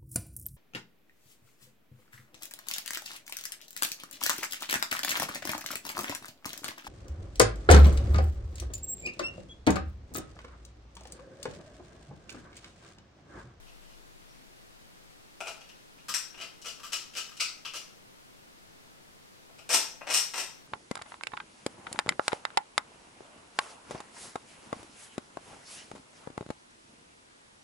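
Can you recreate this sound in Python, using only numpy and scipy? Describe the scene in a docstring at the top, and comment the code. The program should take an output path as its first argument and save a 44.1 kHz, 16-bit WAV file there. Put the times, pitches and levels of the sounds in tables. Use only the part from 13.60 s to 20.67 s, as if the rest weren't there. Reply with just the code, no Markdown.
"""A small knife scrapes burrs off a hand-held plastic shell, over a table in a small room.
The blade ticks onto the edge, then sticks and slips along it in short strokes; every slip is a
jerk of force that excites damped modes of shell and blade, coloured by the way of touching.
One faint squeak is a sine of unsteady frequency. Echoes and a diffuse tail of decaying noise form
the room; a faint hiss of coloured noise and a fading low sine hum run beneath."""
import sys
import numpy as np
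from scipy import signal
from scipy.fft import rfft, irfft, next_fast_len
from scipy.io import wavfile

SR = 44100
rng = np.random.default_rng(int(sys.argv[2]) if len(sys.argv) > 2 else 0)


def pcm_store(signal):
    """Save signal as 16-bit PCM."""
    levels = np.round(np.clip(np.atleast_2d(signal), -1, 1) * 32767)
    wavfile.write(sys.argv[1], SR, levels.astype(np.int16).T)


N = 311787

EDGE_HZ = 3100   # crossover above which the keenness of the blade is heard
PAN_DB = 2.1   # added on the left and taken off on the right


def from_db(db):
    """Level as a logarithm of amplitude: 20 dB is a factor of ten in gain."""
    return 10 ** (np.asarray(db) / 20)


def pan(left_db):
    """Level difference between channels: left is raised and right lowered by left_db."""
    return from_db([[left_db], [-left_db]])


def at_hz(points, hz):
    """Linear interpolation of a table on a logarithmic frequency axis."""
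    f, value = np.transpose(points)
    return np.interp(np.log(np.maximum(hz, 1)), np.log(f), value)


def unit_energy(x):
    """Normalisation of the summed squares to an average of one per channel."""
    mean_energy = np.mean(np.sum(x ** 2, axis=-1))
    return x / np.sqrt(mean_energy + 1e-20)


def add(track, s, x):
    """Superposition: mix stereo x into the track from time s (seconds) on."""
    i = max(int(s * SR), 0)
    track[:, i:i + x.shape[1]] += x[:, :N - i]


def stereo_noise(likeness, size):
    """Partial coherence: independent mid and side noises set the correlation at each frequency."""
    mid, side = rfft(rng.standard_normal((2, size)))
    alike = np.clip(at_hz(likeness, np.fft.rfftfreq(size, 1 / SR)), -.99, .99)
    mid = np.sqrt((1 + alike) / 2) * mid
    side = np.sqrt((1 - alike) / 2) * side
    return irfft(mid + side * [[1], [-1]], size)


def colour(spectrum, size=4096):
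    """Minimum phase: folding the cepstrum gives a causal impulse response of this spectrum."""
    gain = from_db(at_hz(spectrum, np.fft.rfftfreq(size, 1 / SR)))
    cepstrum = irfft(np.log(gain))
    cepstrum[1:size // 2] *= 2
    cepstrum[size // 2 + 1:] = 0
    return unit_energy(irfft(np.exp(rfft(cepstrum))))


def convolve(a, b):
    """Linear system: the output is the input convolved with the impulse response."""
    return signal.fftconvolve(np.atleast_2d(a), np.atleast_2d(b), axes=1)[:, :N]


def shelf(x, hz, db, kind):
    """Crossover: split into two bands, change the level of one, and sum them again."""
    total = 0
    for side in ("low", "high"):
        # the same filter twice, so that the two bands sum flat
        sos = np.tile(signal.butter(2, hz, side, fs=SR, output="sos"), (2, 1))
        gain = from_db(db) if side == kind else 1
        total = total + signal.sosfilt(sos, x) * gain
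    return total


def background(hiss_left_db=0.66, hum_right_db=-9):
    """Stationary noise: room and microphone hiss, over a low sine hum of exponential decay."""
    # relative spectrum of the hiss: f/Hz, level/dB
    hiss_spectrum = [(28, -2), (55, -10.5), (140, -4), (265, -5), (650, -8.5), (1300, -11.5), (4660, -17.5),
                     (10000, -24.5), (16000, -32.5)]
    # left-right coherence of the hiss: f/Hz, correlation
    hiss_likeness = [(60, -0.47), (300, -0.49), (1000, -0.65), (2400, -0.48), (8000, -0.075), (15000, 0.35)]
    hiss_db = -54.5
    hum_hz, hum_db, hum_fall_db_per_s = 26.9, -54, 8
    t = np.arange(N) / SR
    noise = stereo_noise(hiss_likeness, next_fast_len(N))[:, :N]
    hiss = from_db(hiss_db) * convolve(noise, colour(hiss_spectrum)) * pan(hiss_left_db)
    # the factor 2 puts the starting peak 6 dB above hum_db
    hum = from_db(hum_db - hum_fall_db_per_s * t) * 2 * np.sin(2 * np.pi * hum_hz * t)
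    # opposite phase on the right, at hum_right_db relative to the left (-9 dB: a gain of about -0.35)
    return hiss + hum * np.array([[1], [-from_db(hum_right_db)]])


def room(tail_db=0.0, build_s=0.0049):
    """Reverberation: direct sound, near echoes, then a diffuse tail whose treble dies sooner."""
    # early wall echoes: left delay t/s, right delay t/s, level/dB against the direct sound
    echoes = [(.0036, 0.002, -24), (.0083, 0.016, -21.5)]
    # time for the tail to fall 60 dB: f/Hz, t/s
    decay_times = [(300, 0.42), (2000, 0.4), (5500, 0.43), (9000, 0.32), (15000, 0.34)]
    # left-right coherence of the tail: f/Hz, correlation
    tail_likeness = [(150, 1), (700, 0.72), (3000, 0.75), (6500, 0.3), (15000, 1)]
    t = np.arange(SR * 3 // 5) / SR
    hz, when, cells = signal.stft(stereo_noise(tail_likeness, len(t)), SR)
    decay = from_db(-60 * when / at_hz(decay_times, hz)[:, None])
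    tail = signal.istft(cells * decay, SR)[1][:, :len(t)]
    response = from_db(tail_db) * unit_energy(tail * np.minimum(t / build_s, 1))
    response[:, 0] += 1   # direct sound
    for left_s, right_s, db in echoes:
        response[[0, 1], [int(left_s * SR), int(right_s * SR)]] += from_db(db)
    return unit_energy(response)


def squeak(jitter_hz=900):
    """Frequency modulation: the blade sings once, briefly and faintly, at an unsteady pitch."""
    at_s, squeak_s, centre_hz, peak_db = 0.68, 0.057, 5650, -60
    size = int(squeak_s * SR)
    hz = centre_hz + jitter_hz * rng.standard_normal(SR // 4)[:size]
    phase = 2 * np.pi * np.cumsum(hz) / SR
    song = from_db(peak_db) * np.hanning(size) * np.sin(phase)
    track = np.zeros((2, N))
    add(track, at_s, song * pan(PAN_DB))
    return track


def resonate(x):
    """Modal resonance: sharp modes of shell and blade ring on; a small shell radiates little bass."""
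    # modes of the plastic shell and steel blade: f/Hz, bandwidth f/Hz, lift level/dB
    modes = [(665, 24, 5), (916, 22, 6), (1320, 30, 3), (2076, 27, 5), (2486, 27, 5), (2900, 40, 2),
             (5236, 16, 4), (5374, 16, 6), (5481, 16, 5), (5667, 16, 10), (5834, 16, 6), (5953, 16, 8),
             (6037, 12, 5), (7149, 16, 5), (7885, 30, 5), (8537, 27, 5), (8740, 27, 5)]
    bass_hz = 139
    for hz, width, lift_db in modes:
        mode = signal.lfilter(*signal.iirpeak(hz, hz / width, fs=SR), x)
        x = x + (from_db(lift_db) - 1) * mode
    return signal.sosfilt(signal.butter(2, bass_hz, "high", fs=SR, output="sos"), x)


def tick(db, tick_s=0.0088, catch_s=.005, catch_db=2):
    """Impact: the blade touches, skids and catches, with the energy of tick_s of noise at level db."""
    force = np.zeros(int(catch_s * rng.uniform(.8, 1.2) * SR) + 2)
    force[[0, -1]] = 1, from_db(catch_db)
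    return from_db(db) * np.sqrt(tick_s * SR) * unit_energy(force)


def stroke(rise_s, peak_db, slips_per_s=420, uneven=.7, spread_db=2.5, rub_db=-9, swell_power=2.1, count=256):
    """Stick-slip friction: uneven jerks over a fine rub follow the pressure until the blade lifts."""
    swell_db, release_db, release_s = 12, 16.5, 0.032
    chatter_db, chatter_per_s = 1.0, 89   # depth and rate of the flutter in pressure
    t = np.arange(int((rise_s + release_s) * SR)) / SR
    gaps, sizes, flutter = rng.standard_normal((3, count))
    swell = swell_db * np.maximum(1 - t / rise_s, 0) ** swell_power
    release = release_db * np.maximum(t - rise_s, 0) / release_s
    chatter = chatter_db * np.interp(t * chatter_per_s, np.arange(count), flutter)
    pressure = from_db(peak_db - swell - release + chatter)
    rub = rng.standard_normal(SR // 2)[:len(t)]
    # log-normal waits between slips; the first slip comes at once
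    waits = np.exp(uneven * gaps) / slips_per_s
    at = ((np.cumsum(waits) - waits[0]) * SR).astype(int)
    jerks = from_db(spread_db * sizes) * rng.choice([-1, 1], count)
    within = at < len(t)
    slips = np.zeros(len(t))
    slips[at[within]] = jerks[within]
    slips = unit_energy(slips) * np.sqrt(len(t))   # mean square of one
    return pressure * (slips + from_db(rub_db) * rub)


def shell_ring(force, ring_t60=0.061, crack_db=-4.5, size=3000):
    """Dense damped modes: each jerk cracks, then rings like noise as the moving blade mixes the modes."""
    # left-right coherence of the ring: f/Hz, correlation
    ring_likeness = [(200, 0.36), (700, 1), (3000, 0.57), (6500, 0.055), (15000, 0.47)]
    force = np.pad(force, (0, size))
    keep = from_db(-120 / (ring_t60 * SR))   # share of the energy left after each sample
    energy = signal.lfilter([1 - keep], [1, -keep], force ** 2)
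    ring = np.sqrt(energy) * stereo_noise(ring_likeness, SR // 2)[:, :len(force)]
    crack = from_db(crack_db) * force
    return (ring + crack) / np.hypot(1, from_db(crack_db))


def contact(force, thump_db, edge_db, bite_s=0):
    """Spectral tilt: a deep bite drives the bass, a keen blade angle the treble, rising over bite_s."""
    thump_hz = 970
    bite_db = 6.5   # the blade lands flat and dull: treble missing against the rest until it bites
    sound = shelf(shell_ring(force), thump_hz, thump_db, "low")
    if bite_s:
        t = np.arange(sound.shape[1]) / SR
        edge_db = edge_db - np.interp(t, [0, bite_s], [bite_db, 0])
    # half the lift is taken off the whole, so the tilt pivots about the crossover
    return shelf(sound, EDGE_HZ, edge_db, "high") * from_db(-edge_db / 2)


def knife(landing_edge_db=-7, bass_left_db=0.6):
    """Source and filter: strokes and ticks drive the shell, left of centre, more so below EDGE_HZ."""
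    # strokes of the blade: start t/s, time to full pressure t/s, level/dB at full pressure,
    # landing tick level/dB, thump level/dB, edge level/dB, touch
    strokes = [ (0.068, .012, -57, -62, 6, -5, "scuff"), (0.220, 0.12, -66, -60, 8, 6, "scuff"),
               (0.735, 0.028, -64, -72, -10, 0, "knock"), (1.859, .02, -35, -46, -3, 3.5, "corner"),
               (2.4842, 0.0056, -31, -33, -0.5, 4, "back"), (2.540, 0.0033, -28, -24, -13, 4, "tip"),
               (2.777, 0.044, -38.5, -50.5, 5.5, -8, "edge"), (3.044, .035, -36.5, -48, 7, 2.5, "edge"),
               (3.233, 0.016, -37.5, -43, -5, -1, "back"), (3.321, 0.011, -28.5, -43, 6.5, 2.5, "edge"),
               (3.551, 0.029, -31, -51, 3, -0.5, "edge"), (3.686, .025, -49, -67, -15, -5, "back"),
               (3.799, 0.0088, -23.5, -35, -1.5, -0.5, "deep"),
               (4.050, 0.0061, -36, -36.5, -4.5, -0.5, "scuff"), (4.137, 0.026, -39, -37, 8.5, 3, "edge"),
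               (6.092, 0.054, -20.5, -44, 3, -1, "tip"), (6.470, 0.044, -33, -35.5, 3.5, -12, "tip"),
               (6.502, 0.081, -25, -29, -8.5, 1, "tip"), (6.7371, 0.056, -30, -31, 0.5, -5, "tip")]
    # lone taps of the blade and snapping burrs: t/s, level/dB, thump level/dB, edge level/dB, touch
    lone_ticks = [ (1.805, -33.5, 1, -2.5, "corner"), (2.010, -48, 9, 1, "scuff"),
                  (2.090, -48.5, 2, 1, "scuff"), (2.384, -56, 0, -14, "scuff"),
                  (2.743, -51, -2, -19, "scuff"), (2.811, -39, -8, -9, "edge"),
                  (3.017, -50, -2, 12, "edge"), (3.198, -46.5, -1, -6, "back"),
                  (3.536, -46, -8, -4, "edge"), (3.769, -44.5, -10, 4, "edge"),
                  (5.895, -67, 18, -1, "knock"), (5.986, -47.5, 1, 5, "corner"),
                  (6.141, -19.5, 0, 2.5, "tip"), (6.411, -41, 7, 3, "knock"), (6.540, -21, 4, 4.5, "tip")]
    # relative spectrum of each way of touching the shell: f/Hz, level/dB
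    touches = {
        "corner": [(150, -21), (400, -4), (520, -2), (660, 0.5), (830, -1), (1100, -10.5), (1360, 1),
                   (1830, -15), (2600, 1.5), (3500, -13), (5600, -12), (8400, -14.5), (16000, -35)],
        "edge": [(150, -32.5), (400, -15), (620, -13.5), (880, -19.5), (1250, -4.5), (1900, -10.5),
                 (2500, -1.5), (3000, 4), (3550, -6), (5000, -1), (6600, -3.5), (8700, -8), (10500, -13.5),
                 (16000, -25.5)],
        "tip": [(130, -33), (330, -12.5), (680, -7.5), (1100, -6), (2100, -4.5), (2700, -0.5), (3400, -5),
                (4900, -1), (5500, 5), (6400, -1.5), (8900, 2), (9900, -13), (13200, -10.5), (14200, -29)],
        "back": [(300, -10), (850, -18), (1170, 6), (1400, -3), (1620, -3), (2050, -13.5), (3050, 0.5),
                 (3600, -8), (5400, -2.5), (6400, -8), (7800, -4.5), (9200, -14), (12000, -13),
                 (16000, -25)],
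        "deep": [(200, -30), (450, -15.5), (850, -26.5), (1100, -14.5), (1310, -1.5), (1650, -19),
                 (2100, -7), (2550, 1.5), (3600, -7.5), (4750, 0.5), (6300, -6.5), (8500, -8), (10500, -21),
                 (16000, -30)],
        "knock": [(200, -18), (650, 0), (1700, -4), (2700, 1), (3400, -22), (8000, -34), (16000, -44)],
        "scuff": [(400, -16), (1300, -8), (2000, -13.5), (2850, 5), (3700, -7.5), (5600, -5), (9000, -18),
                  (16000, -30)]}
    tracks = {touch: np.zeros((2, N)) for touch in touches}
    for start, rise_s, peak_db, landing_db, thump_db, edge_db, touch in strokes:
        landing = contact(tick(landing_db), thump_db, edge_db + landing_edge_db)
        add(tracks[touch], start, landing)
        scrape = contact(stroke(rise_s, peak_db), thump_db, edge_db, rise_s)
        add(tracks[touch], start, scrape)
    for s, db, thump_db, edge_db, touch in lone_ticks:
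        add(tracks[touch], s, contact(tick(db), thump_db, edge_db))
    coloured = sum(convolve(tracks[touch], colour(spectrum)) for touch, spectrum in touches.items())
    shell = resonate(coloured)
    return shelf(shell, EDGE_HZ, [[bass_left_db], [-bass_left_db]], "low") * pan(PAN_DB)


def scene():
    """Superposition: knife and squeak sound in the room, over the background."""
    return convolve(knife() + squeak(), room()) + background()


def record(dry):
    """Band limiting: a steep elliptic low-pass cuts the top."""
    cutoff_hz = 15900
    # order 10, 0.2 dB ripple below the cutoff, 80 dB rejection above
    return signal.sosfilt(signal.ellip(10, .2, 80, cutoff_hz, fs=SR, output="sos"), dry)


dry = scene()
out = record(dry)
pcm_store(out)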